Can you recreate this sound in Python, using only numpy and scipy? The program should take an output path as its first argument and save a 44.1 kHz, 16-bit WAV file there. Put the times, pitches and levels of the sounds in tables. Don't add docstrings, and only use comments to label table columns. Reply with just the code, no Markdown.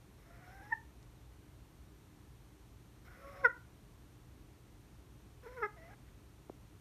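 import sys
import numpy as np
from scipy import signal
from scipy.fft import rfft, irfft, next_fast_len
from scipy.io import wavfile

SR = 44100
rng = np.random.default_rng(int(sys.argv[2]) if len(sys.argv) > 2 else 0)


def to_wav(s):
    ch = np.atleast_2d(s).T
    pcm = np.round(np.clip(ch, -1, 1) * 32767)
    wavfile.write(sys.argv[1], SR, pcm.astype(np.int16))


def voltage_ratio(decibels):
    exponent = np.asarray(decibels, float) / 20
    return 10 ** exponent


N = 299924

# its f/Hz, level/dB
SECOND_HARMONIC = [(820, -14), (880, -7.5), (925, -12), (985, -2.5), (1100, -3), (1400, -2.5), (1800, 1)]
SECOND_PER_OPEN = 0.4


def at_hz(points, hz):
    points = np.array(points)
    return np.interp(np.log(np.maximum(hz, 1)), np.log(points[:, 0]), points[:, 1])


def rms_one(x):
    return x / np.sqrt(np.mean(x ** 2) + 1e-20)


def drift(rate_hz, size):
    settle = 20000
    r = np.exp(-2 * np.pi * rate_hz / SR)
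    slow = signal.lfilter([1], [1, -2 * r, r * r], rng.standard_normal(size + settle))
    return rms_one(slow[settle:])


def resonance(x, hz, width_hz):
    r = np.exp(-np.pi * width_hz / SR)
    gain = (1 - r * r) / 2
    return signal.lfilter([gain, 0, -gain], [1, -2 * r * np.cos(2 * np.pi * hz / SR), r * r], x)


def sung(curve, manner, rough, crack_after_s=np.inf):
    soft_db, open_per_db, smooth_per_db = -60, 0.67, 0.5
    crack_hz, crack_rough, crack_second_db = 760, 0.44, 18.5
    manner_second_db, manner_open_db = manner
    rows = []
    for s, pitch, db in curve:
        effort_db = np.clip(db - soft_db, -8, 20)
        cracked = s > crack_after_s and pitch > crack_hz
        effort_open_db = open_per_db * effort_db
        second_db = manner_second_db + at_hz(SECOND_HARMONIC, 2 * pitch)
        second_db += SECOND_PER_OPEN * effort_open_db + crack_second_db * cracked
        shake = rough * voltage_ratio(-smooth_per_db * effort_db) + crack_rough * cracked
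        rows.append((s, pitch, db, second_db, manner_open_db + effort_open_db, shake))
    return rows


def cluck(row, pitch_curve):
    # share of rise or fall from peak, level/dB re peak, beak opening/dB
    cluck_shape = [(-1, -12, -13), (-0.7, -5.5, -4), (-.3, 0, 7.5), (0, 0, 7.5), (.4, -2.5, 6.5),
                   (.75, -5, 4.5), (1, -11.5, -3.5), (1.1, -47.5, -4)]
    clear_rough, cluck_second_db = 0.035, 3
    peak_s, rise_s, fall_s, peak_db, wide_db = row
    share, shape_db, shape_open_db = np.transpose(cluck_shape)
    shape_s = peak_s + share * np.where(share < 0, rise_s, fall_s)
    pitch_s, pitch_hz = np.transpose(pitch_curve)
    s = np.union1d(shape_s, pitch_s[pitch_s > shape_s[0]])
    pitch = np.interp(s, pitch_s, pitch_hz)
    db = np.interp(s, shape_s, shape_db)
    open_db = np.interp(s, shape_s, shape_open_db)
    second_db = cluck_second_db + at_hz(SECOND_HARMONIC, 2 * pitch) + SECOND_PER_OPEN * open_db
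    return list(zip(s, pitch, peak_db + db, second_db, open_db + wide_db, clear_rough + 0 * s))


def voice(rows):
    # f/Hz, level/dB
    windpipe = [(1000, -24), (1250, -2), (1450, 7.5), (1700, -6), (2050, -4), (2300, -30), (2650, -24),
                (3000, -49.5), (3500, -35), (4300, -72), (5350, -38), (6300, -75), (9000, -70),
                (14000, -82)]
    pipe_hz, pipe_width_hz = 1500, 500
    s, *columns = np.transpose(rows)
    span = np.arange(round(s[0] * SR), round(s[-1] * SR))
    pitch, level_db, second_db, open_db, rough = [np.interp(span / SR, s, c) for c in columns]
    rough = np.clip(rough, 0, 1)
    shaken_hz = pitch * (1 + 0.048 * rough * drift(90, len(span)))
    phase = 2 * np.pi * np.cumsum(shaken_hz) / SR

    def lag(hz):
        return np.arctan2(hz * pipe_width_hz, pipe_hz ** 2 - hz ** 2)

    tone = np.cos(phase - lag(pitch)) + voltage_ratio(second_db) * np.cos(2 * phase - lag(2 * pitch))
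    for k in range(3, 30):
        hz = k * pitch
        beak_db = open_db * (0.6 + hz / 3500)
        tone += voltage_ratio(beak_db + at_hz(windpipe, hz)) * np.cos(k * phase - lag(hz)) * (hz < 15000)
    out = np.zeros(N)
    out[span] = np.sqrt(2) * voltage_ratio(level_db + 6.0 * rough * drift(60, len(span))) * tone
    return out


def breath():
    # f/Hz, width/Hz, level/dB
    low_hiss = [(520, 100, 15.5), (740, 130, 1), (1290, 550, 9), (1650, 810, 8.5), (1936, 210, 5.5),
                (2410, 490, -26)]
    high_hiss = [(3620, 1500, 2), (5200, 500, 6), (10920, 600, 0.5), (13300, 920, 1), (14700, 1000, -4)]
    # start/s, end/s, low hiss at start/dB, at end/dB, high hiss/dB
    puffs = [(0.178, 0.442, -72.5, -65.5, -81), (0.446, 0.727, -64.5, -66, -75),
             (3.05, 3.076, -69, -68, -75), (3.062, 3.44, -67, -59.5, -76.5), (3.243, 3.402, -78, -73, -77),
             (3.446, 3.463, -45, -52, -64), (5.434, 5.49, -63.5, -60, -74.5), (5.476, 5.593, -65, -68, -77),
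             (5.57, 5.665, -60, -62, -76), (5.768, 5.78, -66, -67, -82), (5.784, 5.893, -68, -67.5, -83),
             (5.887, 5.943, -66, -63.5, -82), (6.07, 6.094, -72, -73, -88)]
    rise_s, fall_s, edge_db = 0.015, 0.013, 22.5
    throat_edge_hz = 2430
    out = np.zeros(N)
    for is_low, peaks in ((True, low_hiss), (False, high_hiss)):
        white = rng.standard_normal(N)
        hiss = np.zeros(N)
        for hz, width_hz, db in peaks:
            ring = resonance(resonance(white, hz, 1.5 * width_hz), hz, 1.5 * width_hz)
            hiss += voltage_ratio(db + 2.2 * drift(30, N)) * ring
        if is_low:
            hiss = signal.sosfilt(signal.butter(6, throat_edge_hz, fs=SR, output="sos"), hiss)
        puff_power = np.zeros(N)
        for start, end, low_db, low_end_db, high_db in puffs:
            first_db, last_db = (low_db, low_end_db) if is_low else (high_db, high_db)
            times = [start - rise_s, start, end, end + fall_s]
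            levels = [first_db - edge_db, first_db, last_db, last_db - edge_db]
            puff_db = np.interp(np.arange(N) / SR, times, levels, left=-np.inf, right=-np.inf)
            puff_power += voltage_ratio(puff_db) ** 2
        out += np.sqrt(puff_power) * rms_one(hiss)
    return out


def room(x):
    # f/Hz, T60/s
    room_t60 = [(300, 0.11), (700, 0.38), (1400, 0.29), (1900, 0.27), (2600, 0.26), (6000, 0.15)]
    size = next_fast_len(N + SR)
    hz = np.arange(size // 2 + 1) * SR / size
    response = 0
    for k, delay_s in enumerate(rng.uniform(0.016, 0.068, 20)):
        loop = voltage_ratio(-60 * delay_s / at_hz(room_t60, hz)) * np.exp(-2j * np.pi * hz * delay_s)
        response = response + (-1) ** k * loop / (1 - loop)
    return irfft(rfft(x, size) * response, size)[:N]


def taps():
    # t/s, level/dB, f/Hz; those at 3.065 s and 5.77 s are the hen's throat as a call sets in
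    knocks = [(.185, -60, 700), (.49, -62, 500), (1.029, -50, 5000), (1.65, -66, 600), (3.065, -56, 370),
              (3.332, -50, 190), (5.77, -56, 350), (6.4966, -38, 780), (6.4990, -34, 370),
              (6.75, -48.5, 109)]
    out = np.zeros(N)
    for s, db, hz in knocks:
        cycles = np.arange(round(4 * SR / hz)) * hz / SR
        knock = -np.sin(2 * np.pi * cycles) * cycles * np.exp(-2.5 * cycles) * 6
        start = round(s * SR)
        out[start:start + len(knock)] += voltage_ratio(db) * knock
    return out


def background():
    # f/Hz, level/dB per Hz
    room_air = [(20, -36.5), (30, -24), (44, 1), (64, -0.5), (87, -4.5), (119, -4), (148, -8), (270, -14),
                (306, -11.5), (340, -13.5), (430, -17), (465, -22), (1040, -24), (1600, -28.5)]
    # f/Hz, level/dB
    mic_hiss = [(1600, -2.5), (3000, -6), (4200, -7.5), (5000, -12), (5800, -8.5), (7000, -10.5),
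                (7800, -12.5), (9000, -9.5), (10400, -15), (11500, -12), (14000, -13), (14800, -27),
                (15600, -13)]
    # f/Hz, level/dB, flicker/dB
    mains = [(59.5, -67.5, .8), (120.3, -68, 1.5), (301, -74.5, 1.5), (415, -84, 2.5)]
    floor_db = -59
    hz = np.arange(N // 2 + 1) * SR / N
    spectrum = voltage_ratio(at_hz(room_air, hz) + at_hz(mic_hiss, hz))
    out = voltage_ratio(floor_db) * rms_one(irfft(rfft(rng.standard_normal(N)) * spectrum, N))
    for line_hz, db, flicker_db in mains:
        phase = 2 * np.pi * line_hz * np.arange(N) / SR + 0.74 * drift(4.14, N)
        out += np.sqrt(2) * voltage_ratio(db + flicker_db * drift(4.0, N)) * np.sin(phase)
    return out


def scene():
    # t/s, pitch f/Hz, fundamental level/dB
    rising_moan = [(.24, 668, -86), (.31, 680.5, -71), (.40, 695, -66.5), (0.471, 735, -66.5),
                   (0.561, 775, -62), (0.648, 821, -61.5), (.68, 846, -63), (.704, 871, -61)]
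    level_moan = [(3.17, 547, -78), (3.235, 562.8, -67), (3.25, 554, -53.5), (3.315, 562, -57.5),
                  (3.335, 552, -61.5), (3.42, 558, -57.5)]
    falling_moan = [(5.43, 478.4, -71), (5.455, 507, -55), (5.468, 430, -47.5), (5.484, 498, -56.5),
                    (5.53, 498.5, -57), (5.555, 525, -58.5), (5.576, 498, -48.5), (5.596, 460.5, -47.5),
                    (5.606, 485, -47.5)]
    whine = [(5.757, 752, -82), (5.769, 717, -62), (5.788, 640, -62.5), (5.841, 658, -62),
             (5.871, 679, -62.5), (5.894, 713, -62.5), (5.913, 814, -64), (5.94, 826, -68.5),
             (5.952, 790, -87)]
    second_side = [(3.07, 740, -78), (3.11, 723, -76), (3.19, 728, -79), (3.24, 690, -71), (3.28, 630, -75),
                   (3.38, 633, -66.5), (3.43, 680, -74.5), (3.44, 665, -89.5)]
    strand = [(3.28, 698, -88), (3.31, 717, -70), (3.40, 739, -66.5), (3.435, 762, -59), (3.445, 770, -87)]
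    # second harmonic/dB re the rule, beak opening/dB
    manner = [(0, -12), (-1, -18.5), (-5.5, -20), (-18.5, 1.5), (10.5, -18), (-19, -29.5)]
    roughness = [.42, .3, .1, .17, .55, .45]
    # peak t/s, rise/s, fall/s, peak level/dB, beak opening/dB re the shared shape
    clucks = [
        (0.7308, 0.012, 0.0095, -36, -7.5),
        (3.455, .019, .021, -34.5, -0.1),
        (5.638, 0.027, 0.032, -38.5, -4),
    ]
    # t/s, f/Hz
    cluck_pitch = [
        [(.716, 963), (.722, 948), (.729, 890), (.736, 902), (.745, 900)],
        [(3.432, 550), (3.443, 527.5), (3.454, 487.3), (3.462, 468.7), (3.475, 454.4)],
        [(5.611, 487), (5.622, 460), (5.632, 425.5), (5.639, 406), (5.649, 430.6), (5.662, 403.5), (5.671, 417)],
    ]
    room_db = -22.5

    curves = (rising_moan, level_moan, falling_moan, whine, second_side, strand)
    cracks_s = [np.inf] * 6
    cracks_s[3] = whine[2][0]
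    notes = [sung(*note) for note in zip(curves, manner, roughness, cracks_s)]
    for moan, row, pitch_curve in zip(notes, clucks, cluck_pitch):
        moan += cluck(row, pitch_curve)
    hen = sum(voice(sorted(note)) for note in notes[:-1]) + breath()
    faint_strand = voice(notes[-1])
    mix = hen + voltage_ratio(room_db) * room(hen) + taps() + background() + faint_strand
    return mix[None]


def top_cut(x):
    return signal.sosfilt(signal.butter(12, 15610, fs=SR, output="sos"), x)


def record(dry):
    top_hz = 15000
    dull = signal.sosfilt(signal.cheby2(10, 22, top_hz, fs=SR, output="sos"), dry)
    return top_cut(dull)


dry = scene()
out = record(dry)
to_wav(out)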